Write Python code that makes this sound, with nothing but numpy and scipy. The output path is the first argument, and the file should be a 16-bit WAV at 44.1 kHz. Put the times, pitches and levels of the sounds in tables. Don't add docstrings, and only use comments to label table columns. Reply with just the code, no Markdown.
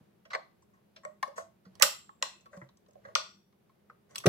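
import sys
import numpy as np
from scipy import signal
from scipy.io import wavfile
from scipy.ndimage import map_coordinates

SR = 44100
rng = np.random.default_rng(int(sys.argv[2]) if len(sys.argv) > 2 else 0)


def master_out(mix):
    frames = np.transpose(np.atleast_2d(mix))
    ceiling = np.clip(frames, -1, 1)
    pcm = np.round(ceiling * 32767).astype(np.int16)
    wavfile.write(sys.argv[1], SR, pcm)


def invert_db(level):
    return 10 ** (np.asarray(level, dtype=float) / 20)


N = 188790

# (frequency [Hz], density [dB per Hz])
RUMBLE_SPECTRUM = [(25, -24), (150, -5), (240, -24.5), (345, -10), (1080, -23), (2690, -30), (11000, -43),
                   (14300, -84)]
# (frequency [Hz], correlation [-1..1])
RUMBLE_LIKENESS = [(60, 1), (240, -0.11), (950, 0.01), (3770, 0.2), (15000, -0.48)]
# (frequency [Hz], width [Hz], level [dB])
HUM = [(201.4, 57, -71.5), (345, 22, -84.5), (407.4, 3.4, -85)]
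# (time [s], swell [dB])
LEANS = [
    (0.02, 3),
    (1.83, 8),
    (3.1, 5),
    (3.45, -3.5),
    (4.27, 9.5),
]
RUMBLE_DB, LEAN_S = -70.5, 0.11

# (frequency [Hz], t60 [s])
ROOM_T60 = [(300, 0.1), (1000, 0.31), (3000, 0.33), (7000, 0.29), (14000, 0.25)]
# (frequency [Hz], level [dB])
ROOM_COLOUR = [(250, -14), (600, 1.5), (1500, -12.5), (4000, -6.5), (8000, -9.5), (12000, -3.5),
               (15500, -14.5)]
# (frequency [Hz], level [dB], t60 [s])
PLATE_MODES = [(2850, -18, 0.12), (3576, -15.5, 0.96), (4330, -11.5, 0.13), (5840, -3, 0.32),
               (7150, 0.5, 0.41), (7330, -8.5, 0.12)]
# (time [s], frequency [Hz], level [dB], t60 [s])
AFTER_RING = [
    (1.826, 7560, -40, .5),
    (2.226, 2630, -57, .6),
    (2.226, 3600, -52, .4),
    (2.226, 5800, -56, .4),
    (2.226, 7900, -55, .4),
    (3.155, 3300, -55, .4),
    (3.155, 4500, -49, .45),
    (3.155, 5630, -49, .5),
    (3.155, 7600, -52, .4),
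]
ROOM_DB, WAVER_T60_S = -8, 0.03

# (time [s], peak [dB], frequency [Hz], t60 [s], overtone [dB])
THUDS = [
    (0.009, -46.5, 184, 0.013, -9),
    (1.269, -57, 220, 0.072, -14),
    (1.42, -63.5, 102, 0.27, -9),
    (1.663, -48.5, 188.5, 0.24, -10.5),
    (1.827, -51, 196, 0.27, -9),
    (2.571, -43, 183, 0.18, -20),
    (2.618, -47, 133.2, 0.203, -6),
    (3.068, -57, 111.2, 0.1, -13),
]
# (time [s], peak [dB], frequency [Hz], t60 [s], overtone [dB])
SLAM = [
    (4.256, -15.5, 418.2, 0.068, -32),
    (4.265, -14.5, 155.6, 0.45, -2.5),
]

# (frequency [Hz], level [dB], t60 [s])
SHELL = [(500, -7.5, 0.032), (566, 14, 0.039), (633.6, 4, 0.15), (743, -1.3, 0.045)]
LID = [(857.6, -20.5, 0.053), (1052, -12, 0.042), (1186, -2, 0.014), (1547, -5.5, 0.024),
       (1824, -9, 0.0097), (1965, 1.5, 0.0097), (1930, -11.5, 0.019)]
HANDLE = [(880, -13, .03), (1085, 1.5, .045), (1300, -12, .025), (1560, -12, .02), (1850, -8, .025),
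          (2150, -11, .02)]
LATCH = [(2510, -19, 0.0027), (2970, 3.5, 0.0027), (3490, -5, 0.011), (4104, -2.5, 0.0092),
         (4500, 3.5, 0.0014), (5605, 1, 0.00081)]
EDGE = [(6087, 1, 0.0017), (5883, 1.5, 0.0046), (7000, -9.5, 0.0027), (7700, -3.5, 0.013),
        (8234, -4.5, 0.00076)]
HINGE = [(5800, -11, .006), (6100, 3, 0.003), (6800, -7.5, 0.0027), (7900, -4, .008), (7850, -1, 0.0035)]
RIM = [(9100, -5.5, 0.0025), (10200, 3, 0.0015), (11400, -1.5, 0.0026), (12500, -3, 0.002),
       (13300, -1.5, .002), (15770, -4.5, 0.0036), (15470, -3, 0.0016)]
STRIKE_SPREAD_DB, SIDE_SPREAD_DB, SHELL_PAN_DB, PATH_SPREAD_MS = -2, 0.6, -5, 0.5

# (time [s], strength [dB], shell boom [dB], hardness [dB], chatter [ms])
CREEP = [(1.355, -43, -7.5, -10.5, 21.8), (1.7965, -45, 1, 0, 1.5), (1.805, -27.5, -21, -18, 8.6),
         (2.214, -58, 7, -18, 2.2), (2.50, -64, 5, -7.5, 43), (2.62, -63.5, 5, -18, 14.5),
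         (3.03, -56.5, -9, -20, 28.5), (4.085, -65, 2, -6, 25.7), (4.145, -54.5, -9, -1.5, 4.6),
         (4.235, -36.5, -13, -21, 5.3), (4.2495, -70, 17, -4, 8)]
PRESSES = [
    (1.274, -49.5, 8.5, -18, 3.56),
    (1.378, -35, 2.5, -19.5, 2.9),
]
PADS = [
    (0.7743, -72.5, 0, -13, 9.8),
    (1.2309, -30, -24.5, -13, 4.2),
    (2.0914, -44.5, -24, -20.5, 1.5),
    (2.6885, -64, -23.5, 4.5, 4.85),
    (2.8616, -66, -12, -2, 3.66),
    (2.952, -69.5, 23.5, -5, 5.5),
    (3.0848, -50, -1, -17, 8),
    (3.5252, -70.5, -12, 1, 3.5),
    (3.6933, -64.5, -26, -11.5, 5.5),
]
KNOCKS = [(0.6214, -66.5, -11, -12.5, 9.3), (0.7322, -64.5, -18, -21, 31), (1.033, -52.5, -6.5, -24, 14),
          (1.0495, -31.5, -9, -22.5, 2.2), (2.408, -86, 12, 14, 6.3), (2.5654, -53.5, 3.5, -16, 4.1),
          (2.7704, -79.5, -9, 7.5, 4.2), (2.883, -71.5, 15, -12, 7.5), (2.909, -80, 0, 5.5, 2.75),
          (2.933, -85, 4, 9, 4.8), (4.1065, -66, -9, -3.5, 10.5)]
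TAPS = [
    (0.2508, -55, -2.5, -3, 8.9),
    (0.3015, -42.5, -12, -5, 17),
    (0.3305, -30, -13.5, -9, 11),
    (0.3476, -24, -9.5, -15, 4.5),
    (0.960, -50.5, -11, 2, 10.7),
    (1.6484, -58.5, -6.5, -4.5, 16.5),
    (2.527, -48.5, -0.5, -21.5, 18),
    (2.6135, -45, -9, -30, 8.2),
    (3.049, -43, -0.5, -16.5, 8.5),
    (3.8964, -44, -20, -24, 7.3),
]
CLICKS = [
    (1.2265, -24, -23.5, -13.5, 3.7),
    (1.7527, -59.5, -23, 3.5, 3.33),
    (2.4562, -52, -11, -9.5, 7.2),
    (2.573, -51, -6.5, -6.5, 2.2),
    (4.156, -39, -41, 8, 3.6),
    (4.1741, -57.5, -16, 13, 4.3),
    (4.1802, -62, -20, 30.5, 4.5),
    (4.2005, -54, -34, 6, 5),
]
JOLTS = [
    (2.2245, -26.5, -14, -30, 2.6),
]

# (time [s], strength on lid [dB], latch over lid [dB], edge over latch [dB], chatter [ms])
SNAPS = [
    (1.8222, -21.5, 13, 0.5, 1.7),
    (1.8256, -15.5, 2.5, -3.1, 6.9),
]
RESNAPS = [
    (2.2245, -29, 8.5, -1.5, 1.13),
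    (2.2265, -30, -1.05, 1, 1.25),
    (3.1520, -34.5, 21, -8, 1.5),
    (3.1565, -18.5, -7, -4.5, 1.62),
]
SHUT = [
    (4.2585, -23.5, -6, 3.5, 7.3),
    (4.2645, -22, 4, -29, 2.8),
]
SNAP_HOLLOW_DB, RESNAP_HOLLOW_DB, SHUT_HOLLOW_DB = -15.5, -18, 5

# (time [s], left minus right [dB], left lag [ms])
HAND = [
    (0.3, 0.5, 0.043),
    (1.05, 1.5, 0.022),
    (1.4, 2.5, 0.044),
    (1.703, -7, 0.08),
    (1.999, -7.5, 0.057),
    (2.199, 0, 0.012),
    (2.5, 1.18, 0.047),
    (3.15, 0.9, 0.026),
    (4.261, 0, 0.064),
]
HISS_DB, HISS_HZ, CUTOFF_HZ, HEADROOM = -80.5, 9900, 16800, 1.15


def at_hz(points, hz):
    points = np.array(points)
    return np.interp(np.log(hz), np.log(points[:, 0]), points[:, 1])


def rms_one(x):
    return x / np.sqrt(np.mean(x ** 2) + 1e-20)


def peak_one(x):
    return x / np.abs(x).max()


def filtered(x, order, hz, kind):
    return signal.sosfilt(signal.butter(order, hz, kind, fs=SR, output="sos"), x)


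def ring(force, hz, t60_s):
    radius = invert_db(-60 / (max(t60_s, 0.002) * SR))
    angle = 2 * np.pi * hz / SR
    return signal.lfilter([0, np.sin(angle)], [1, -2 * radius * np.cos(angle), radius ** 2], force + 1e-18)


def add(track, sound, s):
    at = round(s * SR)
    track[at:at + len(sound)] += sound[:N - at]


def bands():
    edges = 30 * 2 ** np.arange(0, 9.2, 1 / 3)
    return [(np.sqrt(a * b), signal.butter(2, [a, b], "band", fs=SR, output="sos"))
            for a, b in zip(edges, edges[1:])]


def background():
    white = rng.standard_normal((2, 2, N))
    rumble = 0
    for k, (hz, sos) in enumerate(bands()):
        mid, side = signal.sosfilt(sos, white[k % 2])
        alike = np.clip(at_hz(RUMBLE_LIKENESS, hz), -1, 1)
        stereo = np.sqrt(1 + alike) * mid + np.sqrt(1 - alike) * side * [[1], [-1]]
        rumble = rumble + invert_db(at_hz(RUMBLE_SPECTRUM, hz)) * stereo
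    drone = sum(invert_db(db) * rms_one(ring(rng.standard_normal(N), hz, 6.6 / width_hz))
                for hz, width_hz, db in HUM)
    t = np.arange(N) / SR
    swell_db = sum(db * np.exp(-((t - s) / LEAN_S) ** 2) for s, db in LEANS)
    return invert_db(RUMBLE_DB + swell_db) * rms_one(rumble) + drone


def kitchen(x, plate_db):
    t = np.arange(SR // 2) / SR
    white = rng.standard_normal((3, 2, len(t)))
    tail = 0
    for k, (hz, sos) in enumerate(bands()):
        if hz > 200:
            decay_db = at_hz(ROOM_COLOUR, hz) - 60 * t / at_hz(ROOM_T60, hz)
            tail = tail + invert_db(decay_db) * signal.sosfilt(sos, white[k % 2])
    lingering = sum(invert_db(db - 60 * t / t60_s) * rms_one(ring(white[2], hz, 0.013))
                    for hz, db, t60_s in PLATE_MODES)
    build_up = 1 - np.exp(-(t / 0.0017) ** 2)
    tail = (tail + invert_db(plate_db) * lingering) * build_up
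    return signal.fftconvolve(x, tail / np.sqrt(np.sum(tail ** 2) / 2), axes=1)[:, :N]


def plates():
    out = np.zeros((2, N))
    t = np.arange(SR // 2) / SR
    for s, hz, level_db, t60_s in AFTER_RING:
        envelope = invert_db(level_db - 60 * t / t60_s) * (1 - np.exp(-t / 0.004))
        for side in out:
            add(side, envelope * rms_one(ring(rng.standard_normal(len(t)), hz, WAVER_T60_S)), s)
    return out


def thuds():
    out = np.zeros(N)
    push = np.zeros(SR // 3)
    push[:60] = np.hanning(60)
    for s, peak_db, hz, t60_s, overtone_db in THUDS + SLAM:
        low = peak_one(ring(push, hz, t60_s))
        high = peak_one(ring(np.diff(push, prepend=0), hz * 2.5, t60_s * 0.47))
        add(out, invert_db(peak_db) * (low + invert_db(overtone_db) * high), s)
    return filtered(out, 4, 85, "high")


def chatter(chatter_ms, suddenness):
    impacts = rng.standard_normal(8192) * (0.25 + (rng.random(8192) < 0.15))
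    age = np.arange(8192) / SR * 1000 / max(chatter_ms, 0.3)
    return impacts * (1 - np.exp(-age * suddenness)) ** 2 * np.exp(-age)


def ring_part(part, force):
    sound = np.zeros((2, 8192))
    luck = rng.standard_normal((len(part), 4))
    for k, ((hz, db, t60_s), (strike, detune, pan, far)) in enumerate(zip(part, luck)):
        mode = peak_one(ring(force, hz * (1 + 0.02 * detune), t60_s))
        mode = (-1) ** k * invert_db(db + STRIKE_SPREAD_DB * strike) * mode
        pan_db = SIDE_SPREAD_DB * pan + SHELL_PAN_DB * (part is SHELL)
        for side, way in zip(sound, (1, -1)):
            delay = int(max(way * far, 0) * PATH_SPREAD_MS * SR / 1000)
            side += invert_db(way * pan_db / 2) * np.roll(mode, delay)
    reach_hz = [part[0][0] * 0.79, min(part[-1][0] * 1.08, 0.45 * SR)]
    return peak_one(filtered(sound, 3, reach_hz, "band"))


def contacts(table, face, edge, rim_db, suddenness):
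    out = np.zeros((2, N))
    for s, latch_db, shell_db, face_db, edge_db, chatter_ms in table:
        force = chatter(chatter_ms, suddenness)
        levels = ((SHELL, shell_db), (face, face_db), (LATCH, latch_db), (edge, edge_db), (RIM, edge_db + rim_db))
        for part, level_db in levels:
            for track, side in zip(out, ring_part(part, force)):
                add(track, invert_db(level_db + 4.5) * side, s)
    return out


def touches(table, thin_db):
    return [(s, db + hard, db + boom, db, db + hard + thin_db, ms) for s, db, boom, hard, ms in table]


def bites(table, hollow_db):
    return [(s, db + latch, db + hollow_db, db, db + latch + edge, ms) for s, db, latch, edge, ms in table]


def hand_touches():
    knocks = touches(KNOCKS, thin_db=10.5) + touches(PADS, thin_db=-14.5)
    return (contacts(touches(CREEP, thin_db=3.5), LID, HINGE, rim_db=-9.5, suddenness=0.92)
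            + contacts(touches(PRESSES, thin_db=10.5), HANDLE, HINGE, rim_db=-8.5, suddenness=1.4)
            + contacts(knocks, HANDLE, HINGE, rim_db=-24, suddenness=26)
            + contacts(touches(TAPS, thin_db=-11.5), LID, HINGE, rim_db=-10.5, suddenness=8.4)
            + contacts(touches(CLICKS, thin_db=-2.5), HANDLE, EDGE, rim_db=-4.5, suddenness=11)
            + contacts(touches(JOLTS, thin_db=-3), HANDLE, HINGE, rim_db=-12, suddenness=13))


def latch_snaps():
    hard = bites(SNAPS, SNAP_HOLLOW_DB) + bites(SHUT, SHUT_HOLLOW_DB)
    light = bites(RESNAPS, RESNAP_HOLLOW_DB)
    return (contacts(hard, LID, EDGE, rim_db=-4.5, suddenness=14)
            + contacts(light, LID, EDGE, rim_db=-16, suddenness=45))


def follow_hand(x):
    s, pan_db, lag_ms = np.transpose(HAND)
    t = np.arange(N) / SR
    pan_db, lag_ms = np.interp(t, s, pan_db), np.interp(t, s, lag_ms)
    late = map_coordinates(x[0], [np.arange(N) - lag_ms * SR / 1000], order=3)
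    return np.array([late * invert_db(pan_db / 2), x[1] * invert_db(-pan_db / 2)])


def scene():
    handling = hand_touches()
    snaps = latch_snaps()
    near = follow_hand(snaps + handling)
    room = invert_db(ROOM_DB) * kitchen(snaps, plate_db=-39) + invert_db(ROOM_DB - 4) * kitchen(handling, plate_db=-37)
    body = thuds() * invert_db(np.array([[-0.4], [0.4]]))
    return near + room + body + background() + plates()


def band_limit(x):
    return signal.sosfilt(signal.butter(12, 16420, fs=SR, output="sos"), x)


def record(dry):
    hiss = filtered(rng.standard_normal((2, N)), 4, HISS_HZ, "high")
    rounded = HEADROOM * np.tanh(dry / HEADROOM) + invert_db(HISS_DB) * hiss
    full = filtered(rounded, 3, 62, "high")
    mix = signal.sosfilt(signal.cheby2(12, 60, CUTOFF_HZ, fs=SR, output="sos"), full)
    return band_limit(mix)


dry = scene()
out = record(dry)
master_out(out)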